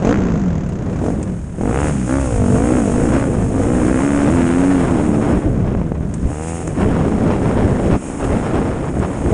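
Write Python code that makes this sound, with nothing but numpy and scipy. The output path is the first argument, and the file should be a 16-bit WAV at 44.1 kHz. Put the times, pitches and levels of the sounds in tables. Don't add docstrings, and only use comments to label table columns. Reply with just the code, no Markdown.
import sys
import numpy as np
from scipy import signal
from scipy.fft import rfft, irfft, next_fast_len
from scipy.io import wavfile
from scipy.ndimage import uniform_filter1d, map_coordinates

SR = 44100
rng = np.random.default_rng(int(sys.argv[2]) if len(sys.argv) > 2 else 0)


def to_wav(sig):
    pcm = np.clip(np.atleast_2d(sig), -1, 1) * 32767
    pcm = np.round(pcm).astype(np.int16)
    wavfile.write(sys.argv[1], SR, pcm.T)


N = 411453


def from_db(db):
    return 10 ** (np.asarray(db) / 20)


def rms_one(x):
    return x / np.sqrt(np.mean(x ** 2) + 1e-20)


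def evened(x, size=3000):
    power = uniform_filter1d(uniform_filter1d(x * x, size), size)
    return x / np.sqrt(np.abs(power) + 1e-12)


def in_time(rows):
    s, *columns = np.transpose(rows)
    return [np.interp(np.arange(N) / SR, s, c) for c in columns]


def drift(rate):
    knots = rng.standard_normal(N // 20)
    return rms_one(map_coordinates(knots, [np.arange(N) / SR * rate], order=1, mode="wrap"))


def coloured(x, spectrum):
    size = 2 * next_fast_len(N // 2 + 8192)
    hz, db = np.transpose(spectrum)
    grid = np.maximum(np.fft.rfftfreq(8192, 1 / SR), 1)
    below = np.minimum(grid / hz[0], 1)
    cepstrum = irfft(np.log(below * from_db(np.interp(np.log(grid), np.log(hz), db))))
    cepstrum[1:4096] *= 2
    cepstrum[4097:] = 0
    response = irfft(np.exp(rfft(cepstrum)))
    return irfft(rfft(x, size) * rfft(response, size), size)[:N]


def resonance(x, hz, width):
    r = np.exp(-np.pi * width / SR)
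    return signal.lfilter(np.array([1, 0, -1]) * (1 - r * r) / 2,
                          [1, -2 * r * np.cos(2 * np.pi * hz / SR), r * r], x + 1e-18)


def clicks(events):
    s, db = np.transpose(events)
    out = np.zeros(N)
    out[np.clip((s * SR).astype(int), 0, N - 1)] = from_db(db)
    return out


def decay(x, seconds):
    return signal.lfilter([1], [1, -np.exp(-1 / (seconds * SR))], x + 1e-18)


def swell(start, end, attack, release):
    t = np.arange(N) / SR
    return np.clip((t - start) / attack, 0, 1) - np.clip((t - end) / release, 0, 1)


def at_hz(spectrum, hz):
    points, db = np.transpose(spectrum)
    return np.interp(np.log(hz), np.log(points), db)


# (opens [s], shuts [s], exhaust crack [dB], airbox boom [dB],
# thump [dB], crack dullness [dB/octave], pipe ring [dB], coasting drone [dB], second puff [0-1])
THROTTLE_PULLS = [(0.0, 0.113, -23, -25.5, -36, -6, -1.5, -16.5, 0.72),
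                  (0.992, 1.1, -32, -31, -38, 3, 1, -25, 0.53),
                  (1.558, 1.694, -36.5, -27, -26, -5, 7, -17, 0.56),
                  (1.69, 1.887, -31.5, -48, -21.5, -3, 5.5, -17, 0),
                  (2.038, 2.19, -29.5, -30.5, -22, 0.5, -5.5, -29, 0.83),
                  (2.177, 2.367, -32, -49, -22, 5, -2, -30, 0.87),
                  (2.37, 2.795, -32.5, -28, -25, -3, -1, -26, 0.94),
                  (2.804, 3.244, -32.5, -28.5, -24.5, -1.5, -1, -24, 0.84),
                  (3.258, 3.536, -39, -35.5, -26, 2, -1.5, -26, 0.8),
                  (3.513, 3.8, -35, -30.5, -27.5, -2, 1, -29, 0.85),
                  (3.799, 4.283, -33, -22.5, -26.5, -3.5, -2.5, -24, 0.42),
                  (4.273, 4.564, -35, -18, -33, -5, 2, -24, .15),
                  (4.555, 4.77, -35.5, -15, -31, -4, 4, -29, 0.2),
                  (4.775, 4.975, -44, -19.5, -42, 2, 0, -27, 0),
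                  (4.982, 5.23, -39, -20.5, -40, 0.5, 7, -25, 0),
                  (5.23, 5.503, -43, -31.5, -46, 1, -1, -24, 0.58),
                  (6.26, 6.617, -40.5, -39.5, -27.5, 0, 11, -27.5, 0.1),
                  (6.76, 6.854, -41.5, -39.5, -36, -7, 3, -23, 0.57),
                  (7.968, 9.4, -42, -42, -36, 4, -3, -31, 0.5)]


def throttle_controls(open_s=0.054, shut_s=0.056):
    opening = sum(swell(opens, shuts, open_s, shut_s) for opens, shuts, *_ in THROTTLE_PULLS)
    settings = []
    for previous, pull in zip(THROTTLE_PULLS[:1] + THROTTLE_PULLS, THROTTLE_PULLS):
        settings += [(pull[0], *previous[2:]), (pull[0] + open_s, *pull[2:])]
    return [np.clip(opening, 0, 1)] + in_time(settings)


# (frequency [Hz], gain [dB])
CRACK_SPECTRUM = [(60, -2.5), (200, -9), (300, -0.5), (385, -9), (470, 2.5), (560, -3.5), (680, -5),
                  (900, -10), (1100, -12), (1420, -12), (1700, -15.5), (2100, -21), (2600, -27),
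                  (3200, -36), (4300, -45.5)]
# (frequency [Hz], gain [dB])
BOOM_SPECTRUM = [(60, -28), (125, -15.5), (190, -3), (280, 1), (335, -3.5), (390, -25), (600, -59)]
# (centre [Hz], half-width [Hz], share of ring [0-1])
PIPE_MODES = [(472, 41, 0.68), (784, 68, 1.0), (960, 28, .5), (1244, 28, .5), (2740, 140, 0.82)]


def exhaust(cycle, controls, puff_lag_cycles=.175, puff_delay_s=.0009, puff_cutoff_hz=1400, echo=0.57):
    rate_hz, crack_db, boom_gain, dull_db_per_oct, ring_db, puff_gain = (c[::4] for c in controls)
    spike_step = np.exp(2j * np.pi * cycle[::4])
    lag_step = np.exp(-2j * np.pi * (puff_lag_cycles + puff_delay_s * rate_hz))
    pressure, spike, lag = 0, 1, 1
    for harmonic in range(1, 52):
        hz = harmonic * rate_hz
        spike, lag = spike * spike_step, lag * lag_step
        ring = sum(share / (1 + ((hz - centre) / width) ** 2) for centre, width, share in PIPE_MODES)
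        treble_loss_db = dull_db_per_oct * np.log2(np.maximum(hz / 700, 1))
        crack = from_db(crack_db + at_hz(CRACK_SPECTRUM, hz) + ring_db * ring - treble_loss_db)
        boom = boom_gain * from_db(at_hz(BOOM_SPECTRUM, hz))
        puff = lag * np.clip(puff_gain, 0, 1) / (1 + (hz / puff_cutoff_hz) ** 2)
        pressure = pressure + (crack + boom) * (spike * (1 + puff + echo * puff * puff)).real
    return np.sqrt(2) * signal.resample_poly(pressure, 4, 1)[:N]


# (time [s], firing rate [Hz])
FIRING_RATE = [(0.0, 37.5), (0.04, 39.2), (0.15, 67), (0.3, 58), (0.508, 41.1), (0.866, 26.1),
               (1.016, 38.4), (1.126, 56), (1.55, 31.8), (1.6, 37.2), (1.67, 51.6), (1.76, 67),
               (1.85, 75.3), (1.89, 77.5), (1.96, 67.7), (2.06, 59.2), (2.14, 68), (2.2, 68.6),
               (2.25, 65.6), (2.33, 56.3), (2.42, 48), (2.48, 47.5), (2.55, 49.4), (2.68, 60.5),
               (2.74, 64.6), (2.78, 61.4), (2.86, 50), (2.92, 47), (2.98, 50.4), (3.15, 65.7), (3.23, 70.2),
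               (3.28, 66.7), (3.34, 56.4), (3.5, 49.3), (3.72, 61.7), (3.84, 60.7), (3.9, 64.4), (3.98, 65),
               (4.05, 70.5), (4.15, 71.1), (4.265, 70.4), (4.31, 80.5), (4.35, 87), (4.49, 83.4), (4.6, 90),
               (4.72, 93.9), (4.78, 89), (4.86, 80.5), (4.93, 86), (5.0, 71.5), (5.04, 79), (5.12, 73.5),
               (5.4, 71.5), (5.5, 74), (5.65, 52), (5.956, 33), (6.12, 56), (6.17, 57), (6.22, 64),
               (6.35, 74.6), (6.45, 81), (6.53, 83.3), (6.62, 84.5), (6.784, 67.6), (7.216, 71.2),
               (7.474, 61.6), (7.65, 68.1), (7.834, 60.8), (8.02, 63.5), (8.15, 69.5), (8.508, 64.2),
               (9.33, 71.6)]
# (frequency [Hz], relative density [dB])
RASP_SPECTRUM = [(800, 12.5), (1500, 10), (2600, -1), (4300, -9), (5500, -6.5), (6500, 0.5), (7500, -6),
                 (10000, -36)]


def engine(coast_ref_hz=67, lug_below_hz=66.6, shut_crack_db=-18, shut_thump_db=-11):
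    rate_hz = uniform_filter1d(in_time(FIRING_RATE)[0], size=1000)
    cycle = np.cumsum(rate_hz * (1 + .0015 * drift(40))) / SR + .1
    throttle, crack_db, boom_db, thump_db, dull_db_per_oct, ring_db, drone_db, puff = throttle_controls()
    shut = 1 - throttle
    coast_db = 5.5 * np.log2(rate_hz / coast_ref_hz)
    crack_db = crack_db + shut * (shut_crack_db + coast_db)
    dull_db_per_oct += np.clip(16.5 * np.log2(lug_below_hz / rate_hz), 0, 13)
    uneven_db = .7 * drift(70)
    boom_gain = throttle * from_db(boom_db)
    bark = exhaust(cycle, (rate_hz, crack_db + uneven_db, boom_gain, dull_db_per_oct, ring_db, puff))
    thump = -np.sin(2 * np.pi * cycle) - 0.74 * np.sin(4 * np.pi * cycle)
    thump_gain = from_db(thump_db + shut * shut_thump_db + 2.5)
    drone_gain = shut * from_db(drone_db + coast_db)
    gas_flow = 0.3 + np.exp(-(cycle % 1) / 0.22)
    rasp = rms_one(coloured(gas_flow * rng.standard_normal(N), RASP_SPECTRUM))
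    rasp_gain = from_db(crack_db - 5.5) + from_db(-21.5) * drone_gain
    return bark + thump_gain * thump + drone_gain * overrun_drone(cycle) + rasp_gain * rasp


def overrun_drone(cycle, uneven_db=1.5):
    firings = np.diff(np.floor(cycle), prepend=0) * from_db(uneven_db * rng.standard_normal(N))
    ring = resonance(firings, hz=170, width=30)
    drone = evened(resonance(ring, hz=169, width=250))
    fourth = resonance(np.sin(8 * np.pi * cycle), hz=179.6, width=30)
    waver = from_db(1.3 * drift(40))
    return rms_one(0.76 * drone + 2 * 0.74 * waver * fourth)


# (time [s], rumble [dB], turbulence [dB])
STEADY_WIND = [(0, -19.5, -28), (.7, -24, -39.5), (1.0, -20, -33), (1.6, -24, -35), (1.88, -22.5, -29.5),
               (2.1, -28.5, -41), (2.33, -20.5, -36.5), (2.6, -21, -31.5), (3.0, -20, -31.5),
               (3.5, -18.5, -31), (3.75, -19.5, -29.5), (4.0, -20, -22.5), (4.14, -23.5, -28.5),
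               (4.27, -19.5, -24.5), (4.7, -22, -23), (5.1, -19.5, -27), (5.5, -17, -31), (5.7, -19.5, -33),
               (6.1, -25.5, -40.5), (6.55, -23, -36.5), (6.74, -25, -34.5), (6.81, -19, -24.5),
               (7.7, -17, -24.5), (8.3, -24, -25.5), (8.65, -19.5, -23.5), (8.9, -24, -30),
               (9.33, -23, -31)]
# (start [s], end [s], rise [s], rumble gain [dB], turbulence gain [dB])
WIND_GUSTS = [(2.358, 2.42, .025, 6.5, -1), (2.48, 2.58, .025, 3.5, 2), (3.088, 3.207, 0.033, 0.5, 5.5),
              (5.188, 5.375, 0.11, 2, 8), (6.193, 6.294, 0.034, 4.5, 3.5), (6.764, 6.887, 0.022, 5, 2),
              (7.754, 7.952, 0.19, 5.5, 1.5), (7.906, 7.947, .02, 1.5, 5), (8.288, 8.374, .025, 5.5, 2.5),
              (8.577, 8.586, .012, 4, 2.5), (8.96, 9.054, .015, 4.5, 5.5), (9.202, 9.4, 0.077, 8, 8)]
# (start [s], end [s], onset [s], recovery [s], rumble loss [dB], turbulence loss [dB])
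WIND_LULLS = [(1.274, 1.565, 0.15, 0.14, 4, 8.5), (5.388, 5.424, .015, .02, 10.5, 1.5),
              (6.31, 6.551, 0.047, 0.076, 9.5, 7.5), (7.954, 8.05, 0.034, 0.22, 9, 11)]


def wind_levels_db(gust_release_s=0.022):
    gusts = sum(np.outer(db, swell(start, end, rise, gust_release_s))
                for start, end, rise, *db in WIND_GUSTS)
    lulls = sum(np.outer(db, swell(start, end, onset, recovery))
                for start, end, onset, recovery, *db in WIND_LULLS)
    return np.array(in_time(STEADY_WIND)) + gusts - lulls + drift(11)


# (frequency [Hz], relative density [dB])
BUFFET_SPECTRUM = [(15, -17), (30, -7), (60, 0), (110, -1), (170, -7), (260, -18), (380, -30), (600, -44),
                   (1500, -66)]
# (frequency [Hz], relative density [dB])
ROAR_SPECTRUM = [(15, -3.5), (30, -9), (60, -0.5), (130, -1), (220, -1), (320, -4.5), (450, -9),
                 (700, -16.5), (1500, -75)]
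# (frequency [Hz], relative density [dB])
EDDY_SPECTRUM = [(40, 1), (130, -3.5), (240, 0.5), (500, -3), (1000, -10.5), (2200, -25.5), (3200, -33),
                 (4300, -38.5), (10000, -84.5)]
# (frequency [Hz], relative density [dB])
FLUTTER_SPECTRUM = [(150, -17.5), (400, 2.5), (800, 0), (1500, -8), (2500, -16.5), (3300, -23.5),
                    (4400, -34), (5500, -26), (10000, -103.5)]


def wind(eddies_per_s=420):
    rumble_db, turbulence_db = wind_levels_db()
    roar_share = np.clip((turbulence_db - rumble_db + 17) / 6, 0, 1)
    buffet = rms_one(coloured(rng.standard_normal(N), BUFFET_SPECTRUM))
    roar = rms_one(coloured(rng.standard_normal(N), ROAR_SPECTRUM))
    rumble = np.sqrt(1 - roar_share) * buffet + np.sqrt(roar_share) * roar
    eddy_sizes = from_db(3.5 * np.minimum(rng.exponential(1, N), 3.5))
    eddies = (rng.random(N) < eddies_per_s / SR) * eddy_sizes
    clumps = from_db(2.2 * drift(45))
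    spikes = rms_one(clumps * coloured(eddies - eddies.mean(), EDDY_SPECTRUM))
    flare = from_db(3.4 * np.clip(rumble, -2, 2) + drift(35))
    flutter = rms_one(coloured(clumps * flare * rng.standard_normal(N), FLUTTER_SPECTRUM))
    turbulence = from_db(-1) * spikes + from_db(-3) * flutter
    return from_db(rumble_db + 2.18) * rumble + from_db(turbulence_db) * turbulence


# (time [s], relative level [dB])
HISS_LEVEL = [(0, -56), (.6, -69), (1.05, -48.5), (1.55, -51), (1.85, -37.5), (2.45, -41), (2.8, -38),
              (3.45, -44), (3.95, -39.5), (4.8, -41.5), (5.3, -46.5), (5.5, -53), (6.0, -56), (6.5, -38),
              (6.85, -46), (7.4, -45), (8.15, -42.5), (8.8, -50.5), (9.33, -44)]
# (frequency [Hz], relative density [dB])
HISS_SPECTRUM = [(2500, 2.5), (4400, -17), (5500, -4), (6200, -7), (6470, 6.5), (6720, 3), (7000, 2.5),
                 (8000, 3.5), (9200, 4.5), (10200, -5), (11000, -25.5)]


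def air_hiss(throttle_boost_db=3.5):
    throttle = throttle_controls()[0]
    level_db = in_time(HISS_LEVEL)[0] + throttle_boost_db * throttle - 0.8
    flicker_db = 1.04 * drift(90)
    return from_db(level_db + flicker_db) * rms_one(coloured(rng.standard_normal(N), HISS_SPECTRUM))


# (time [s], relative level [dB])
GRIT_HITS = [(0.641, -36), (0.6887, -24), (0.7314, -31), (1.0405, -23), (1.2284, -13), (6.1396, -12),
             (6.6737, -11.5), (8.9935, -19)]
# (frequency [Hz], relative density [dB])
TICK_SPECTRUM = [(1500, -2), (4400, -17.5), (5900, -8), (6600, -1), (9000, -0.5), (11000, -33)]


def grit():
    bursts = decay(clicks(GRIT_HITS), seconds=0.0055) * rng.standard_normal(N)
    return from_db(-8) * coloured(bursts, TICK_SPECTRUM)


# (time [s], relative level [dB], crest time constant [s])
WIND_SLAPS = [(3.001, -8, .0005), (3.55, -7, .0005), (4.959, -9, .0004), (5.093, -6, .0007),
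              (5.179, -7.5, .0004), (5.2445, -6, .0007), (5.268, -5, .001), (5.284, -5, .0005),
              (5.301, -6, .0005), (5.3135, -5, .0005), (5.374, -3, .0008), (5.7503, -3, .0005),
              (5.8155, -7.5, .0005), (5.9195, -2.5, .0005), (6.009, -8, .001), (6.257, -4, .002),
              (6.678, -8, .0003), (6.776, -8, .0008), (6.807, -4, .0005), (6.8865, -3, .0007),
              (7.0125, -3, .0007), (7.082, -5, .0004), (7.122, -5, .0004), (7.654, -6, .0008),
              (7.679, -4.5, .0004), (7.718, -6, .001), (7.934, -6, .0006), (7.946, -6, .0006),
              (8.294, -6, .0004), (8.59, -6, .0004), (9.0005, -7, .001), (9.22, -8, .0005),
              (9.262, -5, .0004)]


def wind_slaps(churn_decay_s=0.0033, lowpass_hz=2600):
    pressure = np.zeros(N)
    t = np.arange(-1000, 2000) / SR
    for time_s, level_db, width_s in WIND_SLAPS:
        crest = np.exp(-np.abs(t / width_s))
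        trough = -.2 * np.exp(-np.abs(t / width_s - 3) / 4)
        churn = 0.037 * (t > 0) * np.exp(-np.abs(t) / churn_decay_s) * rng.standard_normal(len(t))
        start = int((time_s + t[0]) * SR)
        pressure[start:start + len(t)] += from_db(level_db + 2) * (crest + trough + churn)[:N - start]
    return signal.sosfilt(signal.butter(4, lowpass_hz, fs=SR, output="sos"), pressure)


def scene():
    return (engine() + wind() + wind_slaps() + air_hiss() + grit())[None]


def record(dry, ceiling=.88, cutoff_hz=10900):
    rounded = dry / (1 + (dry / ceiling) ** 6) ** (1 / 6)
    return signal.sosfilt(signal.ellip(10, .3, 80, cutoff_hz, fs=SR, output="sos"), rounded)


dry = scene()
out = record(dry)
to_wav(out)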